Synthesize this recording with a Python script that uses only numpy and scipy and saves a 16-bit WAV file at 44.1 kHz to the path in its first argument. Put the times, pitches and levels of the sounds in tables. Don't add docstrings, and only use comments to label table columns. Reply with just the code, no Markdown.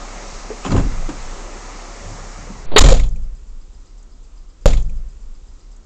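import sys
import numpy as np
from scipy import signal
from scipy.fft import rfft, irfft
from scipy.io import wavfile
from scipy.ndimage import uniform_filter1d

SR = 44100
rng = np.random.default_rng(int(sys.argv[2]) if len(sys.argv) > 2 else 0)


def materialize(psi):
    bounded = np.clip(np.atleast_2d(psi).T, -1, 1)
    quanta = np.round(bounded * 32767).astype(np.int16)
    wavfile.write(sys.argv[1], SR, quanta)


def ratio(d):
    e = np.asarray(d, float) / 20
    return 10 ** e


N = 258204
T = np.arange(N) / SR
SHUT_S = 2.78


def unit(x):
    return x / np.sqrt(np.mean(x ** 2))


def ring(x, hz, width_hz):
    return signal.lfilter(*signal.iirpeak(hz, hz / width_hz, SR), x)


def band(x, lo_hz, hi_hz):
    return signal.sosfilt(signal.butter(3, [lo_hz, hi_hz], "band", fs=SR, output="sos"), x)


def fade(start_s, t60_s, rise_s):
    age = np.maximum(T - start_s, 0)
    return np.minimum(age / rise_s, 1) * np.exp(-np.log(1000) * age / t60_s)


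def walk(rate_hz):
    hold = int(SR / rate_hz)
    levels = np.repeat(rng.standard_normal(N // hold + 1), hold)
    return uniform_filter1d(uniform_filter1d(levels, hold), hold)[:N]


def wash(spectrum, swell_db, flicker_db):
    hz = np.fft.rfftfreq(N, 1 / SR) + 1e-3
    f, db = np.transpose(spectrum)
    shape = ratio(np.interp(np.log(hz), np.log(f), db, -120, -120))
    noise = rfft(rng.standard_normal(N)) * shape
    place = 2 * np.log2(hz / 10)
    swell = walk(1.5)
    out = 0
    for k in range(21):
        part = irfft(noise * np.clip(1 - abs(place - k), 0, 1), N)
        out = out + part * ratio(swell_db * swell + flicker_db * walk(11))
    return unit(out)


def cabin():
    # f/Hz, level/dB per Hz
    spectrum = [(12, -18), (21, 2), (33, -3.5), (50, -9), (96, -25.5), (172, -28.5), (412, -33),
                (657, -39.5), (1300, -40.5), (1600, -46.5), (2660, -48), (4950, -47.5), (7500, -45),
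                (8100, -50), (10000, -59.5)]
    return ratio(-40) * wash(spectrum, 0.6, 1.4)


def street():
    # f/Hz, level/dB per Hz
    outside = [(100, -44.5), (170, -1.5), (338, -3), (417, -0.5), (460, -5), (569, 0.5), (638, -5.5),
               (715, 0), (829, -3.5), (1310, -3.5), (1470, -10), (2100, -9), (3270, -18), (6700, -10.5),
               (7700, -14.5), (10900, -26.5), (18500, -120)]
    # f/Hz, level/dB per Hz
    rumble = [(26, -28.5), (45, -5), (52, -8), (59, -14), (81, -7.5), (200, -15.5), (260, -40), (440, -120)]
    # t/s, level/dB
    opening = [
        (0, -39.5),
        (1.4, -39),
        (2.3, -42),
        (2.7, -45.5),
    ]
    # t/s, level/dB
    lurches = [
        (.72, -18.5),
        (1.98, -32),
        (2.35, -30.5),
        (2.85, -20),
    ]
    gap = np.clip((SHUT_S - T) / 0.05, 0, 1)
    shaking = gap * ratio(-52) + sum(ratio(db) * fade(s, 0.98, 0.21) for s, db in lurches)
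    let_in = gap * ratio(np.interp(T, *np.transpose(opening)) + 2.5)
    return let_in * wash(outside, 0.99, 1.5) + shaking * wash(rumble, 0.6, 1.6)


def engine():
    idle_hz, idle_open_db, idle_shut_db = 33.3, -35, -43
    valve_start_s, valve_hz, valve_jitter_s, valve_db = 3.348, 7.93, 0.004, -58
    db = np.interp(T, [SHUT_S - 0.15, SHUT_S + 0.15], [idle_open_db, idle_shut_db])
    hum = np.sqrt(2) * ratio(db + 1.5 * walk(1)) * np.sin(2 * np.pi * idle_hz * T)
    chance = rng.standard_normal((15, 3))
    noise = rng.standard_normal(N)
    times = valve_start_s + np.arange(-3, 12) / valve_hz + valve_jitter_s * chance[:, 2]
    opens = sum(ratio(1.5 * c[0]) * fade(s, 0.16, 0.0046) for s, c in zip(times, chance))
    shuts = sum(ratio(1.6 * c[1]) * fade(s + 0.012, 0.12, 0.005) for s, c in zip(times, chance))
    bright = unit(ring(noise, 7250, 500) + 0.6 * ring(noise, 6350, 250))
    dull = unit(ring(noise, 4950, 300))
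    return hum + ratio(valve_db) * (opens * bright + 1.05 * shuts * dull)


def taps():
    # t/s, level/dB, f/Hz
    open_taps = [(0.488, -33.5, 247), (.503, -23, 425), (0.511, -34.5, 970), (0.64, -33, 2620),
                 (0.647, -29.5, 383.7), (.649, -33, 2900), (0.708, -17, 157.4), (0.717, -30, 4340),
                 (.72, -17, 107.6), (0.662, -28, 2700), (0.761, -35.5, 2750), (.776, -27, 1534),
                 (.84, -22.5, 237), (1.089, -25.5, 299.5), (1.239, -37, 700), (1.549, -37, 390),
                 (1.55, -53, 198), (2.04, -34.5, 104), (2.14, -40.5, 111), (2.182, -38, 505),
                 (2.47, -35.5, 520), (2.501, -33, 223.2)]
    # t/s, level/dB,
    # f/Hz
    slam_taps = [(2.717, -26, 646), (2.761, -6, 398), (2.785, -5, 7310), (2.812, -16, 7423),
                 (2.888, -15.5, 540.6), (2.912, -17.5, 528.9), (2.922, -16.5, 518), (2.994, -29.5, 2187),
                 (3.005, -30.5, 106.5), (3.018, -38, 229.8), (3.033, -32.5, 3415), (3.049, -39, 172.8),
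                 (3.087, -42.5, 6700), (3.089, -47, 6220), (3.15, -49, 484), (3.158, -49, 2428),
                 (3.16, -47.5, 6900), (4.027, -47.5, 7170)]
    noise = rng.standard_normal(N)
    out = 0
    for s, db, hz in open_taps + slam_taps:
        pitched = unit(ring(ring(noise, hz, 0.24 * hz), hz, 0.24 * hz))
        out = out + ratio(db) * fade(s, 0.028 + 40 / hz, 0.0013) * pitched
    return out


def shell(modes, pushes):
    age = np.arange(3 * SR) / SR
    swing = sum(g * np.sin(2 * np.pi * f * age) * np.exp(-np.log(1000) * age / t60) for f, g, t60 in modes)
    force = np.zeros(N)
    for s, strength in pushes:
        force[int(s * SR)] = strength
    return signal.fftconvolve(force, swing)[:N]


def struck(shake, modes, lo_hz, hi_hz, fill_db, grit_db):
    size = ratio(grit_db * rng.exponential(size=N))
    grit, dense = unit(rng.standard_normal((2, N)) * size)

    def part(level):
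        peaks = sum(ratio(db) * ring(grit * level, f, w) for f, w, db in modes)
        return band(peaks + ratio(fill_db) * dense * level, lo_hz, hi_hz)
    return part(shake) / np.std(part(np.ones(N)))


def knocks(contacts, t60_s, trim_db, body, panel, fill_db):
    # f/Hz, width/Hz, level/dB
    trim = [(4710, 120, -6), (5200, 120, -7), (5899, 32, -7.5), (6285, 220, -2.5), (6865, 170, -0.5),
            (6900, 300, 1), (7070, 120, 0.3), (7580, 160, 0), (7040, 110, -0.5)]
    fades = [(db, hard, fade(s, t60_s * 2 ** (-hard / 60.5), 0.0012)) for s, db, hard in contacts]
    low = sum(ratio(db) * f for db, hard, f in fades)
    mid = sum(ratio(db + hard) * f for db, hard, f in fades)
    linger_db, linger_t60_s = -18.5, 0.67
    keep = ratio(-60 / (linger_t60_s * SR))
    low = low + ratio(linger_db) * signal.lfilter([1 - keep], [1, -keep], low)
    thud = ratio(-5) * struck(low, body, 93, 729, fill_db, 0.76)
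    clatter = ratio(-11) * struck(mid, panel, 450, 5400, fill_db, 1.4)
    rattle = ratio(-5) * struck(ratio(trim_db) * mid, trim, 5100, 9500, -9.5, 1.0)
    return thud + clatter + rattle


def step():
    # f/Hz, signed share, t60/s
    modes = [(16.1, .075, 1.55), (20.9, -.368, 1.2), (24.8, -.594, 2.34), (25.1, 1., .69), (39.3, .111, .5),
             (53.5, -.041, .12), (70, .019, 1.05), (85.9, .134, .75)]
    # t/s, strength (outward positive)
    pushes = [
        (0.6979, 0.459),
        (0.7019, -0.113),
        (0.7409, -0.904),
        (0.7598, -1.504),
        (0.7682, 0.361),
        (0.7963, 1.039),
        (0.8358, -0.81),
        (0.8535, -0.727),
        (0.9531, -0.099),
        (1.0806, -0.042),
    ]
    # t/s, level/dB, hardness/dB (panel over body)
    contacts = [(0.648, -22, 9), (0.661, -18.5, -4.5), (0.679, -17, -10.5), (0.705, -16, -1.5),
                (0.719, -12.5, -4), (0.743, -9.5, -18), (0.762, -15, -0.57), (0.776, -19, -4),
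                (0.797, -18.5, -7), (0.829, -29, -6), (0.859, -30, -20), (0.919, -33, 7), (1.09, -23, 5),
                (1.149, -34, 1.5)]
    # f/Hz, width/Hz, level/dB
    body = [(89.7, 8.1, -6), (137.7, 16.5, 2), (169.4, 26, -2), (216, 36, -10), (266, 25, -2.5),
            (365, 17, -22), (440, 12, -25)]
    # f/Hz, width/Hz, level/dB
    panel = [(830, 100, 10), (994, 210, 11), (1230, 130, 4.5), (1730, 400, -9), (2160, 110, -11.5),
             (2660, 59, 2), (3240, 150, -10.5)]
    return shell(modes, pushes) + knocks(contacts, 0.12, -17.5, body, panel, -18)


def air():
    # t/s, pressure (full scale 1)
    swing = [
        (2.655, 0),
        (2.71, .26),
        (2.74, .36),
        (2.79, .05),
        (2.797, 0),
    ]
    # t/s, pressure (full scale 1)
    puffs = [
        (2.7975, -.66),
        (2.8045, -.6),
        (2.828, .36),
        (2.839, -.1),
        (2.882, .32),
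        (2.935, .6),
    ]
    half_s = 0.0066
    bursts = sum(p * np.clip(1 - abs(T - s) / half_s, 0, 1) for s, p in puffs)
    return uniform_filter1d(np.interp(T, *np.transpose(swing)) + bursts, size=200)


def slam():
    # f/Hz, signed share, t60/s
    modes = [(9.6, 0.32, 0.33), (20.1, 1.0, 1.11), (19.0, -0.517, 0.68), (23.8, -0.164, 3.34),
             (30.3, -0.221, 1.62), (37.7, -0.997, 0.3), (39.3, 0.874, 1.47), (43.9, 0.108, 0.96),
             (49.9, -0.039, 1.39), (59.0, -0.017, 1.61), (70.4, 0.073, 0.89), (75.2, -0.036, 0.57)]
    # t/s, strength (outward positive)
    pushes = [
        (2.7731, -1.085),
        (2.789, -1.37),
        (2.8105, 0.655),
        (2.8255, 1.727),
        (2.8543, -1.012),
        (2.8665, -0.682),
        (2.9106, -0.895),
        (2.9142, 0.43),
        (2.9269, -0.727),
    ]
    # t/s, level/dB, hardness/dB (panel over body)
    contacts = [(2.7155, -18.5, -5.5), (2.735, -19, -19), (2.7625, -18.5, 30), (2.768, -25, 20.5),
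                (2.782, -20.5, 18.5), (2.789, -19.5, 14.5), (2.81, -12.5, -1.5), (2.839, -5.5, -4),
                (2.859, -11, -3), (2.886, -11, 4), (2.903, -19.5, -5), (2.921, -16.5, 3.5),
                (2.946, -27.5, -2.5), (2.968, -37.5, 12.5), (2.995, -31.5, 6), (3.036, -41.5, 10.5),
                (3.06, -47.5, 6)]
    # f/Hz, width/Hz, level/dB
    body = [(116.85, 4, 8.5), (140.6, 6.1, 17), (167.6, 8.7, 8), (198.9, 3.6, 6), (257.4, 24, 8.5),
            (257.8, 14, -8.5), (390, 42, 0.5), (469.2, 70, 0), (520, 18.2, -2)]
    # f/Hz, width/Hz, level/dB
    panel = [(674, 270, -5.5), (930, 60, -3), (1054, 52, 4.5), (1225, 36, 5), (1870, 39, -2.5),
             (2124, 58, -6.5), (2520, 120, -6), (3189, 180, 0.5), (3484, 71, 0), (3733, 52, -8.5),
             (3830, 110, 1), (4256, 36, -4.5), (4380, 45, -4)]
    return 1.05 * shell(modes, pushes) + air() + knocks(contacts, 0.14, -10, body, panel, -1.5)


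def scene():
    return (cabin() + street() + engine() + taps() + step() + slam())[None]


def lowpass(x, hz):
    return signal.sosfiltfilt(signal.ellip(10, 0.1, 50, hz, fs=SR, output="sos"), x)


def top_cut(x):
    return signal.sosfilt(signal.butter(12, 16400, fs=SR, output="sos"), x)


def record(dry):
    # start t/s, end t/s
    lost_s = (2.66, 2.782)
    skip_s, skip_back_s = 4.6582, 1.736009
    rail = np.clip(dry[0], -0.84, 0.84)
    full = lowpass(rail + 0.2 * np.tanh(dry[0] - rail), 8850)
    under = lowpass(full, 7800)
    full = under + ratio(-8) * (full - under)
    lost = uniform_filter1d(1.0 * ((T > lost_s[0]) & (T < lost_s[1])), size=90)
    x = full - lost * (full - lowpass(full, 4570))
    skip, back = int(skip_s * SR), int(skip_back_s * SR)
    x[skip:] = x[skip - back:N - back]
    age = np.maximum(T - skip_s, 0)
    plunge = -0.85 * np.exp(-(age / 0.0032) ** 4)
    ringing = -0.6 * np.exp(-age / 0.006) * np.sin(2 * np.pi * 580 * age)
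    pop = (T > skip_s) * (plunge + ringing)
    hiss = ratio(-94) * rng.standard_normal(N)
    return top_cut(np.clip(1.085 * x + pop + hiss, -1, 1)[None])


dry = scene()
out = record(dry)
materialize(out)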